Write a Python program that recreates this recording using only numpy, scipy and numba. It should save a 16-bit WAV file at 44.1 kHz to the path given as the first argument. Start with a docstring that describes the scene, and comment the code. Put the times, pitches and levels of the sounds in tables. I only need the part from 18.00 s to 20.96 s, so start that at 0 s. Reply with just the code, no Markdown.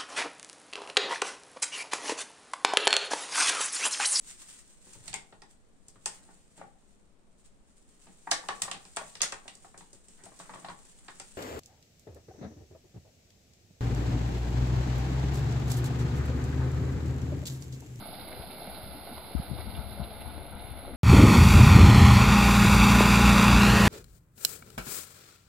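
"""Water patters and splashes as a paddlewheel aerator churns a pond, over a faint motor hum.
Blades slap the surface and drag air under, which gulps and rings as bubbles; thrown water lands as drops.
Wind puffs thump and rumble on the microphone, mostly on its left port and from halfway on.
The right port is brighter, dulling late on; the recorder cuts a deep notch out of the treble."""
import sys
import numpy as np
from scipy.fft import rfft, irfft
from scipy.io import wavfile
from scipy.ndimage import uniform_filter1d
from numba import njit

SR = 44100
rng = np.random.default_rng(int(sys.argv[2]) if len(sys.argv) > 2 else 0)


def generate_wav(sig):
    """Save sig (samples, or channels by samples) to the path in sys.argv[1] as 16-bit PCM at SR."""
    pcm = np.round(np.clip(np.atleast_2d(sig).T, -1, 1) * 32767).astype(np.int16)
    wavfile.write(sys.argv[1], SR, pcm)


N = 130536
TIME_S = np.arange(N) / SR
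BIN_HZ = np.arange(N // 2 + 1) * SR / N
TOP_HZ = 14600


def amp(db):
    return 10 ** (np.asarray(db) / 20)


def unit_rms(x):
    return x / np.sqrt(np.mean(x ** 2))


def over_time(table):
    return np.interp(TIME_S, *np.array(table).T)


def over_bins(table):
    hz, value = np.array(table).T
    return np.interp(np.log(BIN_HZ + 1), np.log(hz), value)


def shape(x, bin_gain):
    return irfft(rfft(x) * bin_gain, N)


def lag(delay_s):
    return np.exp(-2j * np.pi * BIN_HZ * delay_s)


def wander(rate_hz):
    """Random steps, smoothed twice; rms 1."""
    hold = int(SR / rate_hz)
    steps = np.repeat(rng.standard_normal(N // hold + 1), hold)
    return unit_rms(uniform_filter1d(uniform_filter1d(steps, hold), hold)[:N])


@njit
def ring(starts_s, hz, cycles, peaks):
    """Each bubble or drop is a sine that glides up while decaying 50 dB over its cycles."""
    out, rise = np.zeros(N), 0.049
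    for k in range(len(starts_s)):
        first, length = int(starts_s[k] * SR), cycles * SR / hz[k]
        for i in range(min(int(length), N - first)):
            age = i / length
            phase = 2 * np.pi * cycles * age * (1 + rise * age / 2)
            out[first + i] += peaks[k] * np.exp(-5.75 * age) * np.sin(phase)
    return out


def shower(per_s, lo_hz, hi_hz, cycles, spread_db):
    """Rings at random times and pitches; spread_db makes a few stand out."""
    draws = np.random.default_rng(rng.integers(2 ** 31))
    when, pitch, strength = draws.random((int(per_s * N / SR), 3)).T
    hz = lo_hz + (hi_hz - lo_hz) * pitch
    peaks = amp(-spread_db * np.log(1 - 0.99 * strength)) * np.sqrt(hz)
    return unit_rms(ring(when * N / SR, hz, float(cycles), peaks))


def spray():
    """Thrown water swells with each blade; it reaches the ports direct, scattered and by a near echo."""
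    # falling water's colour at each port: f/Hz, level/dB
    water_left = [(30, -87), (100, -73), (220, -78.5), (310, -68), (450, -81), (700, -76.5), (900, -78.5),
                  (1150, -85), (1500, -84), (1800, -93.5), (2150, -84.5), (2900, -95), (4100, -90),
                  (4700, -99), (5300, -101), (9800, -101), (11200, -97), (14500, -100)]
    water_right = [(30, -99), (100, -84), (220, -78), (440, -82.5), (700, -76.5), (950, -82), (1400, -85.5),
                   (1800, -90), (2200, -88.5), (3100, -89), (4000, -80), (4500, -84.5), (5300, -92),
                   (9400, -96.5), (9800, -83), (10250, -79.5), (11200, -85), (13600, -89), (14500, -98.5)]
    # scattered power, unlike at the two ports: f/Hz, share/1
    scattered = [(100, 0.2), (300, 0.34), (700, 0.1), (1500, 0.44), (4000, 0.34), (5500, 0.8),
                 (10000, 0.44), (14000, .95)]
    # right port's treble contour: t/s, level/dB
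    treble = [(0, 1.5), (1.2, 0), (1.8, -0.5), (1.9, -1), (2.2, -3), (2.3, -5), (2.5, -7.5), (2.75, -7),
              (2.96, -7)]
    # scaling of that contour: f/Hz, factor/1
    treble_weight = [(2500, 0.072), (4000, 0.55), (5000, 1.47), (10200, 0.041), (12500, 0.92),
                     (14500, 0.59)]
    blade_hz, throb_db, surge_db = 6.2, 0.19, 0.57
    echo_s, port_lag_s = 0.001394, 32e-6
    blade_phase = 2 * np.pi * np.cumsum(blade_hz * (1 + 0.087 * wander(4.8))) / SR
    swell = amp(throb_db * np.sin(blade_phase) + surge_db * wander(44.92))
    share = over_bins(scattered)
    direct = shape(patter() + splashes(), np.sqrt(1 - share))
    left, right = (swell * (direct + shape(patter(), np.sqrt(share))) for _ in range(2))
    left = shape(left, amp(over_bins(water_left) - 1.5) * (1 + 0.51 * lag(echo_s)) * lag(port_lag_s))
    right = shape(right, amp(over_bins(water_right) - 0.93) * (1 + 0.079 * lag(echo_s)))
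    treble_db = over_time(treble)
    dull = shape(right, amp(treble_db.min() * over_bins(treble_weight)))
    fade = (1 - amp(treble_db)) / (1 - amp(treble_db.min()))
    return np.array([left, right + fade * (dull - right)]) * np.sqrt(SR / 2)


def patter(drops_per_s=6500):
    """Drops strike the pond, blurred by fine mist; flat spectrum."""
    # mist relative to drops: f/Hz, level/dB
    mist_colour = [(300, -1), (1000, -2.5), (2200, 1), (4000, -1.5), (10000, -2.5), (14000, -10)]
    drops = shower(drops_per_s, lo_hz=170, hi_hz=TOP_HZ, cycles=4.9, spread_db=4)
    power = uniform_filter1d(np.abs(rfft(drops)) ** 2, size=2000)
    white_drops = unit_rms(shape(drops, power ** -0.5))
    mist_gain = amp(over_bins(mist_colour))
    mist = shape(rng.standard_normal(N), mist_gain)
    return unit_rms(shape(white_drops + mist, 1 / np.hypot(1, mist_gain)))


def splashes():
    """A thrown sheet of water lands as a brief swell of drops; larger drops sound lower."""
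    # landings: t/s, in-band level re steady spray/dB, centre f/Hz, fall/s
    landings = [(.02, 6.5, 1300, .015), (.045, 1, 2370, .02), (.065, 6.5, 10500, 0.032),
                (.143, 5, 4000, 0.013), (.215, 2.5, 4230, 0.017), (.282, 6, 2300, .014),
                (.283, 8, 11000, .012), (.426, 6, 11500, .003), (.322, 8, 2000, .016),
                (.37, 2, 1700, 0.028), (.407, 4, 1260, 0.013), (.423, 4.5, 2370, .014),
                (.51, 4, 2680, 0.038), (.685, 3.5, 1980, .02), (.753, 3, 4000, .022),
                (1.072, 4.5, 2010, .022), (1.335, -2, 4000, 0.0194), (1.375, 7.5, 1300, 0.018),
                (1.545, 6, 4000, .015), (1.605, 5.5, 1440, 0.017), (1.61, 6, 3900, 0.013),
                (1.752, 7, 3300, .022), (1.775, 5.5, 1200, 0.038), (2.005, 3.5, 1200, .045),
                (2.036, 7.5, 3310, 0.019), (2.106, 4, 3500, .014), (2.212, 9, 2720, .018),
                (2.215, 6.5, 11000, 0.0098), (2.298, 6.5, 1290, .015), (2.53, 7, 1200, 0.013),
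                (2.596, 8, 3740, .015), (2.615, 5, 10500, 0.034), (2.792, 5.5, 10500, .012),
                (2.86, -0.5, 2430, 0.015), (2.94, 4.5, 1380, .012)]
    rise_s, width_oct = 0.0071, 0.67
    out, drops = np.zeros(N), patter(drops_per_s=3500)
    for peak_s, db, hz, fall_s in landings:
        t = TIME_S - peak_s
        swell = np.exp(-(t / np.where(t < 0, rise_s, fall_s)) ** 2)
        band = np.exp(-(np.log2((BIN_HZ + 1) / hz) / width_oct) ** 2)
        out += amp(db) * swell * shape(drops, band)
    return out


def gulps():
    """An air pocket dragged under by a blade breaks into three bubbles, each weaker than the last."""
    # first bubble of each pocket: t/s, level/dB, f/Hz
    pockets = [(.01, -38.5, 207), (.131, -36, 730), (.282, -34, 630), (.307, -39.5, 619), (.333, -37, 634),
               (.37, -40.5, 386), (.39, -42, 407), (.438, -36, 670), (.495, -39, 260), (.62, -36, 675),
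               (.674, -37.5, 640), (.677, -39.5, 188), (.772, -36, 746), (.783, -38, 614), (.86, -36, 193),
               (.948, -38, 287), (1.074, -35, 688), (1.114, -35, 219), (1.179, -33.5, 653),
               (1.31, -40.5, 554), (1.422, -36, 690), (1.585, -36.5, 373), (1.672, -35, 213),
               (1.977, -36.5, 626), (2.002, -37.5, 788), (2.008, -33.5, 726), (2.016, -38, 650),
               (2.044, -39.5, 560), (2.116, -37, 647), (2.379, -39, 577), (2.535, -38.5, 206),
               (2.738, -37.5, 727), (2.839, -44.5, 273), (2.87, -41, 344), (2.879, -34, 568),
               (2.895, -39, 676), (2.932, -38, 256)]
    scatter_s, step_db, cycles = 0.0086, 7.5, 14.5
    out, order = np.zeros(N), np.arange(3)
    for start_s, db, hz in pockets:
        delay, detune = rng.random((2, 3))
        starts_s = start_s + scatter_s * delay * order
        bubble_hz = hz * (1 + 0.24 * (detune - 0.5) * order)
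        out += ring(starts_s, bubble_hz, cycles, amp(db - step_db * order))
    return out


def slaps():
    """A blade hits the surface flat: a short, dull burst of spray."""
    # blade hits: t/s, level/dB
    hits = [(0.283, -50), (.411, -44), (0.777, -39), (1.18, -38), (1.588, -39.5), (2.004, -43), (2.38, -42)]
    # slap colour: f/Hz, relative level/dB
    colour = [(100, -10), (350, -11.5), (800, 5), (1500, -10.5), (4000, -19.5), (10000, -25),
              (14500, -19.5)]
    envelope, decay_s = np.zeros(N), 0.0032
    burst = np.exp(-TIME_S[:SR // 10] / decay_s)
    for start_s, db in hits:
        first = int(start_s * SR)
        envelope[first:first + len(burst)] += amp(db) * burst[:N - first]
    return envelope * unit_rms(shape(rng.standard_normal(N), amp(over_bins(colour))))


def churn():
    """Bubbles ring in the water behind the wheel; the largest gurgle low."""
    # bubbling: t/s, gain/dB
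    activity = [(0, -0.5), (.75, 0.5), (.87, -4), (1.3, 0), (2.2, -1), (2.45, -2), (2.78, -2), (2.87, 1.5),
                (2.96, -5)]
    bubbles = amp(-55) * shower(per_s=260, lo_hz=223, hi_hz=901, cycles=24.5, spread_db=0)
    gurgles = amp(-56) * shower(per_s=45, lo_hz=153.6, hi_hz=325.5, cycles=15, spread_db=2)
    return amp(over_time(activity)) * (bubbles + gurgles)


def wind():
    """Eddies rumble on each port; a puff is a sharp push, then a short low boom."""
    # left port's rumble: t/s, level/dB
    left_rumble = [(0, -50), (.2, -49.5), (.4, -45), (.55, -56), (.85, -47.5), (1.3, -52), (1.45, -49),
                   (1.55, -33.5), (1.75, -39.5), (2.0, -39.5), (2.1, -45), (2.25, -39), (2.7, -44.5),
                   (2.8, -43), (2.96, -40.5)]
    # rumble colour: f/Hz, relative level/dB
    colour = [(15, -27), (35, -14), (62, 2.5), (100, -7), (160, -18.5), (300, -21.5), (700, -47),
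              (2000, -97)]
    # puffs: t/s, left level/dB, right level/dB, push length/s, boom re push/dB
    puffs = [(0.4, -34, -41, 0.0029, -11), (0.839, -38.5, -44, 0.0045, -10), (1.353, -15, -55, 0.0017, -5),
             (1.4, -30.5, -19.5, 0.0024, -28), (1.503, -30.5, -46.5, .0024, -21),
             (1.5131, -24, -42, 0.0017, -22), (1.519, -22, -39, 0.0031, -12.5),
             (1.534, -24, -50, 0.00245, -13.5), (1.78, -35, -28.5, 0.0024, -21),
             (1.793, -24, -57, 0.0037, -20), (1.922, -30, -42, 0.0035, -8), (1.9973, -28, -44, 0.002, -21),
             (2.0021, -21.5, -42, 0.0026, -15.5), (2.0183, -25, -41, 0.0027, -14),
             (2.262, -32.5, -56, 0.0037, -8), (2.38, -34, -36, 0.0013, -25),
             (2.411, -31.5, -51, 0.0041, -8), (2.555, -30.5, -47, 0.0051, -12),
             (2.651, -31.5, -53, 0.0042, -26), (2.715, -29, -44, 0.0036, -21)]
    right_rumble_db = -61.5
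    boom_hz, attack_s, decay_s = 67, 0.01, 0.019
    out = np.zeros((2, N))
    for port, db in enumerate((over_time(left_rumble), right_rumble_db)):
        eddies = shape(rng.standard_normal(N), amp(over_bins(colour)))
        out[port] = amp(db) * unit_rms(eddies * amp(0.78 * wander(16)))
    for start_s, left_db, right_db, push_s, boom_db in puffs:
        t = TIME_S - start_s
        push = (1 - 2 * (t / push_s) ** 2) * np.exp(-(t / push_s) ** 2)
        age_s = np.maximum(t, 0)
        envelope = (1 - np.exp(-age_s / attack_s)) * np.exp(-age_s / decay_s)
        boom = amp(boom_db) * envelope / envelope.max() * np.cos(2 * np.pi * boom_hz * age_s)
        out += amp([[left_db], [right_db]]) * (push + boom)
    return out


def motor():
    """A faint hum that wavers in pitch and level."""
    hum_hz, level_db, flutter_db = 210.7, -58.5, 6
    phase = 2 * np.pi * np.cumsum(hum_hz * (1 + 0.0178 * wander(8.1))) / SR
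    return amp(level_db) * unit_rms(np.sin(phase) * amp(flutter_db * wander(6.74)))


def bank(water):
    """Hard surfaces on the bank add dulled echoes."""
    # echoes: delay/s, gain/1
    reflections = [(.0161, 0.34), (.0242, 0.14), (0.0302, 0.35)]
    cutoff_hz = 2450
    echoes = sum(gain * lag(delay_s) for delay_s, gain in reflections)
    return shape(water, 1 + echoes / (1 + (BIN_HZ / cutoff_hz) ** 2))


def scene():
    """Aerator on the pond, wind at the microphone."""
    return bank(spray() + churn() + gulps() + slaps()) + motor() + wind()


def record(dry):
    """The recorder notches the treble and cuts the top."""
    lo_hz, hi_hz, edge_hz = 5026, 9420, 526
    inside = np.clip(np.minimum(BIN_HZ - lo_hz, hi_hz - BIN_HZ) / edge_hz, 0, 1.2)
    notch_db = -34.5 * inside ** 2
    above = np.clip((BIN_HZ - TOP_HZ) / 200, 0, 1)
    return shape(dry, amp(notch_db) * (1 - above) ** 2)


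dry = scene()
out = record(dry)
generate_wav(out)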